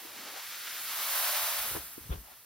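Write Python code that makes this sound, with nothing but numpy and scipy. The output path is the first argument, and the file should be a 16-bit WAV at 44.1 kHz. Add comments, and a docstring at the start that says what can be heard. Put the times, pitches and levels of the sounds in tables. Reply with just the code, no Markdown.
"""A roof rake clears deep snow in quiet winter air, no echo. The pole knocks and the blade
shears up into the snow with a scraping hiss. From about 1 s the loosened slab rushes down the
plastic tarp in a hiss of powder. Near 1.75 s the unloaded tarp flaps; the pole knocks twice more.
Loose snow pours off the eave and lumps land with low thuds and short crunches, the heaviest
at 2.1 s. The tarp scuffs faintly on the roof."""
import sys
import numpy as np
from scipy import signal
from scipy.fft import rfft, irfft, next_fast_len
from scipy.io import wavfile
from scipy.ndimage import map_coordinates

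SR = 44100
rng = np.random.default_rng(int(sys.argv[2]) if len(sys.argv) > 2 else 0)


def wrap_up_sound(samples):
    """Save the sound to the file named by the first command line argument, as 16-bit audio."""
    columns = np.atleast_2d(samples).T
    # keep every value between -1 and 1, then stretch to whole-number steps
    tamed = np.clip(columns, -1, 1)
    steps = np.round(tamed * 32767).astype(np.int16)
    wavfile.write(sys.argv[1], SR, steps)


N = 108045
T = np.arange(N) / SR

# spectra (frequency [Hz], gain [dB])
AIR_TONE = [(20, -33), (45, -14), (110, 3.5), (250, -8), (500, -1), (1000, -19), (4000, -16), (15000, -36)]
POUR_TONE = [(20, -7), (55, -0.5), (130, -4), (260, -6.5), (500, -14.5), (1500, -18), (3500, -38),
             (6000, -18), (15000, -51)]
SCUFF_TONE = [(200, -36), (550, -3), (780, 5.5), (1100, -3), (1500, -8), (2200, -9), (8000, -27)]
FLAP_TONE = [(60, -29), (150, 0.5), (225, -21), (345, 4.5), (480, -6.5), (750, -6.5), (1000, -6),
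             (1350, -7), (1800, -12), (2050, -43), (8000, -35)]
CRUNCH_TONE = [(40, -14), (130, -4), (230, -6.5), (430, 3.5), (620, -5.5), (1400, -6.5), (2200, -15.5),
               (3500, -10.5), (5500, -39), (12000, -42)]
POWDER_TONE = [(1000, -27), (3000, -13), (5000, -8.5), (7000, -6.5), (9000, -5), (10500, -1.5), (12300, -2),
               (14500, 1.5), (15800, -0.5)]
SCRAPE_TONE = [(150, -4.5), (320, -3.5), (500, -4), (1400, -1.6), (2500, -3), (4000, -3.5), (5500, -5.5),
               (7500, -12.5), (15000, -25)]
SLIDE_TONE = [(300, -12.5), (600, -1), (780, -2.5), (1050, -2), (1700, -1.5), (2700, -5), (4000, -3.5),
              (6000, -7.5), (8000, -15), (15000, -24)]

# tarp scuffs (time [s], level [dB], width [s])
SCUFFS = [(.378, -47, 0.015), (2.287, -59, 0.022), (2.32, -56, 0.0074)]
# pole knocks (time [s], level [dB], t60 factor set by the grip [1])
KNOCKS = [(0.05, -46.5, 1.3), (1.7644, -33.5, 1.23), (1.979, -36.5, 0.73)]
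# pole modes (frequency [Hz], gain [dB], base t60 [s])
POLE_MODES = [(284, -9, 0.1), (337, 4, 0.049), (425, 2, 0.036), (625, -3.5, 0.033), (1010, -8, 0.026)]
# tarp flaps (time [s], level [dB], t60 [s])
FLAPS = [(1.744, -35.5, 0.04), (1.751, -31.5, 0.058), (1.764, -31.5, 0.034)]
# lumps (time [s], thud level [dB], thud frequency [Hz], thud t60 [s],
#        crunch level [dB], crunch rise [s], crunch t60 [s])
LANDINGS = [(1.425, -57, 112, 0.09, -64, 0.012, 0.12), (1.443, -59, 65, 0.14, -67, 0.012, .1),
            (1.595, -54, 61.4, 0.18, -60, 0.011, 0.11), (1.716, -48, 70.5, 0.25, -52, 0.028, 0.17),
            (1.753, -40, 78, 0.13, -51, 0.019, 0.096), (1.789, -48, 60, 0.12, -62, 0.021, 0.31),
            (2.006, -51, 70, 0.27, -76, 0.013, 0.17), (2.058, -44.5, 107, 0.15, -64, .006, 0.11),
            (2.094, -31, 153, 0.038, -49, 0.012, 0.12), (2.105, -20, 60, 0.091, -39.5, 0.028, 0.063),
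            (2.14, -37, 90, 0.12, -60, 0.0067, 0.08), (2.154, -42, 154, 0.074, -54, 0.0037, .05),
            (2.174, -37.5, 56, 0.18, -58, 0.0073, 0.14)]

# loose snow envelopes (time [s], relative level [dB])
POUR_LEVEL = [(1.35, -101), (1.58, -66), (1.68, -56.5), (1.78, -56), (1.86, -66), (1.95, -67),
              (2.05, -55.5), (2.18, -55), (2.27, -66.5), (2.34, -72), (2.45, -90)]
POWDER_LEVEL = [(0.0, -50.5), (0.02, -49), (0.13, -52), (0.71, -45), (1.19, -32.5), (1.72, -37),
                (1.81, -45), (2.0, -51.5), (2.45, -58)]
# blade and slab hiss (time [s], level [dB], lower edge [Hz])
SCRAPE_CURVES = [(0, -49.5, 249), (.14, -48.5, 226), (.2, -45.5, 169), (.35, -46.5, 261), (.41, -44.5, 696),
                 (.5, -45, 1160), (.68, -43.5, 1290), (.78, -42.5, 1230), (1.05, -38.5, 980),
                 (1.35, -47, 890), (1.9, -59.5, 600)]
SLIDE_CURVES = [(0, -59.5, 1080), (.6, -47.5, 1200), (.84, -61, 824), (.92, -42.5, 704), (1.04, -42, 556),
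                (1.24, -34.5, 500), (1.38, -35.5, 540), (1.46, -36.5, 520), (1.6, -37.5, 515),
                (1.69, -40, 380), (1.76, -44.5, 300), (1.82, -50.5, 404), (1.9, -55.5, 600),
                (2.05, -59, 766), (2.24, -67.5, 600), (2.33, -63, 550), (2.45, -88, 550)]
# floor below the edge (frequency [Hz], gain [dB])
SCRAPE_FLOOR = [(40, -43), (150, -16.5), (350, -13.5), (650, -7), (950, -5)]
SLIDE_FLOOR = [(40, -44), (220, -29), (330, -8), (450, -28.5)]
# stereo width (frequency [Hz], side over mid [dB])
SCRAPE_WIDTH = [(200, -9.5), (700, -7.5), (1500, -16.5), (4000, -24), (7000, 1)]
SLIDE_WIDTH = [(300, -17), (800, -7.5), (1500, -15), (2800, -3), (6000, -23)]
# hollow resonance, moving as the rake travels (time [s], centre [Hz])
SCRAPE_RESONANCE = [(0, 1190), (.22, 720), (.37, 794), (.5, 1350), (.7, 1460), (.9, 1290), (1.1, 1140)]
SLIDE_RESONANCE = [(.95, 1040), (1.15, 1120), (1.38, 980), (1.55, 1130), (1.68, 1380)]

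GROUND_LEAD_S = 0.00035  # snow lands to the left


def amp(db):
    """Decibels to gain."""
    return 10 ** (np.asarray(db) / 20)


def unit(x):
    """Scale to rms 1."""
    return x / np.sqrt(np.mean(x ** 2) + 1e-20)


def along(points, hz):
    """Interpolate (frequency [Hz], value) on a log axis."""
    knots_hz, values = np.transpose(points)
    return np.interp(np.log(hz + 1), np.log(knots_hz + 1), values)


def curves(rows):
    """Per-sample curve of each column after the time."""
    times_s, *columns = np.transpose(rows)
    return [np.interp(T, times_s, column) for column in columns]


def wobble(rate_hz):
    """Smooth random curve, rate_hz knots a second."""
    return map_coordinates(rng.standard_normal(int(N * rate_hz / SR) + 4), [T * rate_hz])


def filtered(x, response):
    """Apply a complex frequency response."""
    size = next_fast_len(N + SR // 2)
    return irfft(rfft(x, size) * response(np.fft.rfftfreq(size, 1 / SR)), size)[..., :N]


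def placed(x, lead_s, left_db):
    """Pan by the left channel's lead and gain over the right."""
    half = np.array([[.5], [-.5]])
    return amp(half * left_db) * filtered(x, lambda hz: np.exp(2j * np.pi * hz * half * lead_s))


def grains(tone, side_db, grain_db):
    """Noise of countless tiny, uneven contacts; side_db: number or table. Stereo, rms 1."""
    size = amp(grain_db * wobble(2000))
    mid, side = filtered(size * rng.standard_normal((2, N)), lambda hz: amp(along(tone, hz)))
    side = filtered(side, lambda hz: amp(along(side_db, hz) if np.ndim(side_db) else side_db))
    return unit(np.array([mid + side, mid - side]))


def edged(x, edge_hz, floor, order=39):
    """Steep moving high-pass with a floor below its edge; rms 1."""
    hz, frames_s, spectra = signal.stft(x, SR, nperseg=1024)
    above = 1 / (1 + (np.interp(frames_s, T, edge_hz) / (hz[:, None] + 1)) ** order)
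    gain = above + amp(along(floor, hz))[:, None] * (1 - above)
    return unit(signal.istft(spectra * gain, SR, nperseg=1024)[1][:, :N])


def hollowed(x, resonance, peak_db, dip_db, width_oct, dip_ratio=0.773):
    """Moving resonance with a dip below it; rms 1."""
    hz, frames_s, spectra = signal.stft(x, SR, nperseg=1024)
    centre_hz = np.interp(frames_s, *np.transpose(resonance))
    bump = lambda at_hz: np.exp(-.5 * (np.log2((hz[:, None] + 1) / at_hz) / width_oct) ** 2)
    gain = amp(peak_db * bump(centre_hz) + dip_db * bump(dip_ratio * centre_hz))
    return unit(signal.istft(spectra * gain, SR, nperseg=1024)[1][:, :N])


def air(level_db=-72):
    """Faint, low outdoor noise."""
    return grains(AIR_TONE, side_db=-4.5, grain_db=-6) * amp(level_db + 0.87 * wobble(7.9))


def pour():
    """Loose snow patters onto the ground with a soft rumble."""
    level_db, = curves(POUR_LEVEL)
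    patter = grains(POUR_TONE, side_db=-13, grain_db=5) * amp(level_db + 1.2 * wobble(35.8))
    return placed(patter, GROUND_LEAD_S, left_db=1)


def scuffs():
    """The tarp drags briefly on the roof."""
    swell = sum(amp(db) * np.exp(-.5 * ((T - at_s) / width_s) ** 2) for at_s, db, width_s in SCUFFS)
    return placed(swell * grains(SCUFF_TONE, side_db=-10, grain_db=3.5), lead_s=0.0003, left_db=4.5)


def pole(rise_s=0.0016):
    """Knocks ring the long handle's damped modes: dull, hollow."""
    knocks = np.zeros(N)
    for start_s, knock_db, grip in KNOCKS:
        t = np.maximum(T - start_s, 0)
        attack = 1 - np.exp(-t / rise_s)
        for hz, mode_db, t60_s in POLE_MODES:
            level_db = knock_db + mode_db + rng.normal(0, 1)
            knocks += attack * amp(level_db - 60 * t / (t60_s * grip)) * np.sin(2 * np.pi * hz * t)
    return placed(knocks, lead_s=0.00068, left_db=3)


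def flaps(rise_s=0.0023):
    """Freed of its load, the tarp flaps in a quick cluster."""
    swell = np.zeros(N)
    for start_s, level_db, t60_s in FLAPS:
        t = np.maximum(T - start_s, 0)
        swell += amp(level_db - 60 * t / t60_s) * (1 - np.exp(-t / rise_s))
    return placed(swell * grains(FLAP_TONE, side_db=-7, grain_db=-1.5), lead_s=0, left_db=0.5)


def landings(thud_rise_s=0.00076):
    """Each lump gives a low damped thud and a crunch as it packs down."""
    thuds, packing = np.zeros(N), np.zeros(N)
    for start_s, thud_db, thud_hz, thud_t60_s, crunch_db, crunch_rise_s, crunch_t60_s in LANDINGS:
        t = np.maximum(T - start_s, 0)
        envelope = amp(thud_db - 60 * t / thud_t60_s) * (1 - np.exp(-t / thud_rise_s))
        thuds += envelope * np.sin(2 * np.pi * thud_hz * t)
        decay_db = 60 * np.maximum(t - crunch_rise_s, 0) / crunch_t60_s
        packing += amp(crunch_db - decay_db) * np.minimum(t / crunch_rise_s, 1)
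    crunch = packing * grains(CRUNCH_TONE, side_db=-4, grain_db=1.5)
    return placed(thuds + crunch, GROUND_LEAD_S, left_db=2)


def powder(gain_db=4):
    """Dry crystals run over the tarp: bright, smooth hiss."""
    level_db, = curves(POWDER_LEVEL)
    hiss = placed(grains(POWDER_TONE, side_db=-20, grain_db=0), lead_s=0.000083, left_db=-0.4)
    return hiss * amp(level_db + gain_db + 0.56 * wobble(58.45))


def scrape():
    """The blade shears snow; the hiss's lower edge climbs as it goes up the roof."""
    level_db, edge_hz = curves(SCRAPE_CURVES)
    hiss = edged(grains(SCRAPE_TONE, SCRAPE_WIDTH, grain_db=1.3), edge_hz, SCRAPE_FLOOR)
    hiss = hollowed(hiss, SCRAPE_RESONANCE, peak_db=2, dip_db=-1, width_oct=0.062)
    return hiss * amp(level_db + 1.1 * wobble(24.46))


def slide():
    """The slab runs down the tarp: a broad rush, deepening toward the eave."""
    level_db, edge_hz = curves(SLIDE_CURVES)
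    rush = edged(grains(SLIDE_TONE, SLIDE_WIDTH, grain_db=0.5), edge_hz, SLIDE_FLOOR)
    rush = hollowed(rush, SLIDE_RESONANCE, peak_db=3.5, dip_db=-0.5, width_oct=0.12)
    return placed(rush, lead_s=0.000015, left_db=0) * amp(level_db + 0.79 * wobble(31.25))


def scene():
    """Stereo sum of all sources."""
    return air() + scrape() + slide() + powder() + pour() + flaps() + landings() + pole() + scuffs()


def record(dry):
    """Bass roll-off and hard treble limit."""
    low_cut_hz, top_hz = 31, 15850
    highpass = signal.butter(2, low_cut_hz, "highpass", fs=SR, output="sos")
    return filtered(signal.sosfilt(highpass, dry), lambda hz: hz < top_hz)


dry = scene()
out = record(dry)
wrap_up_sound(out)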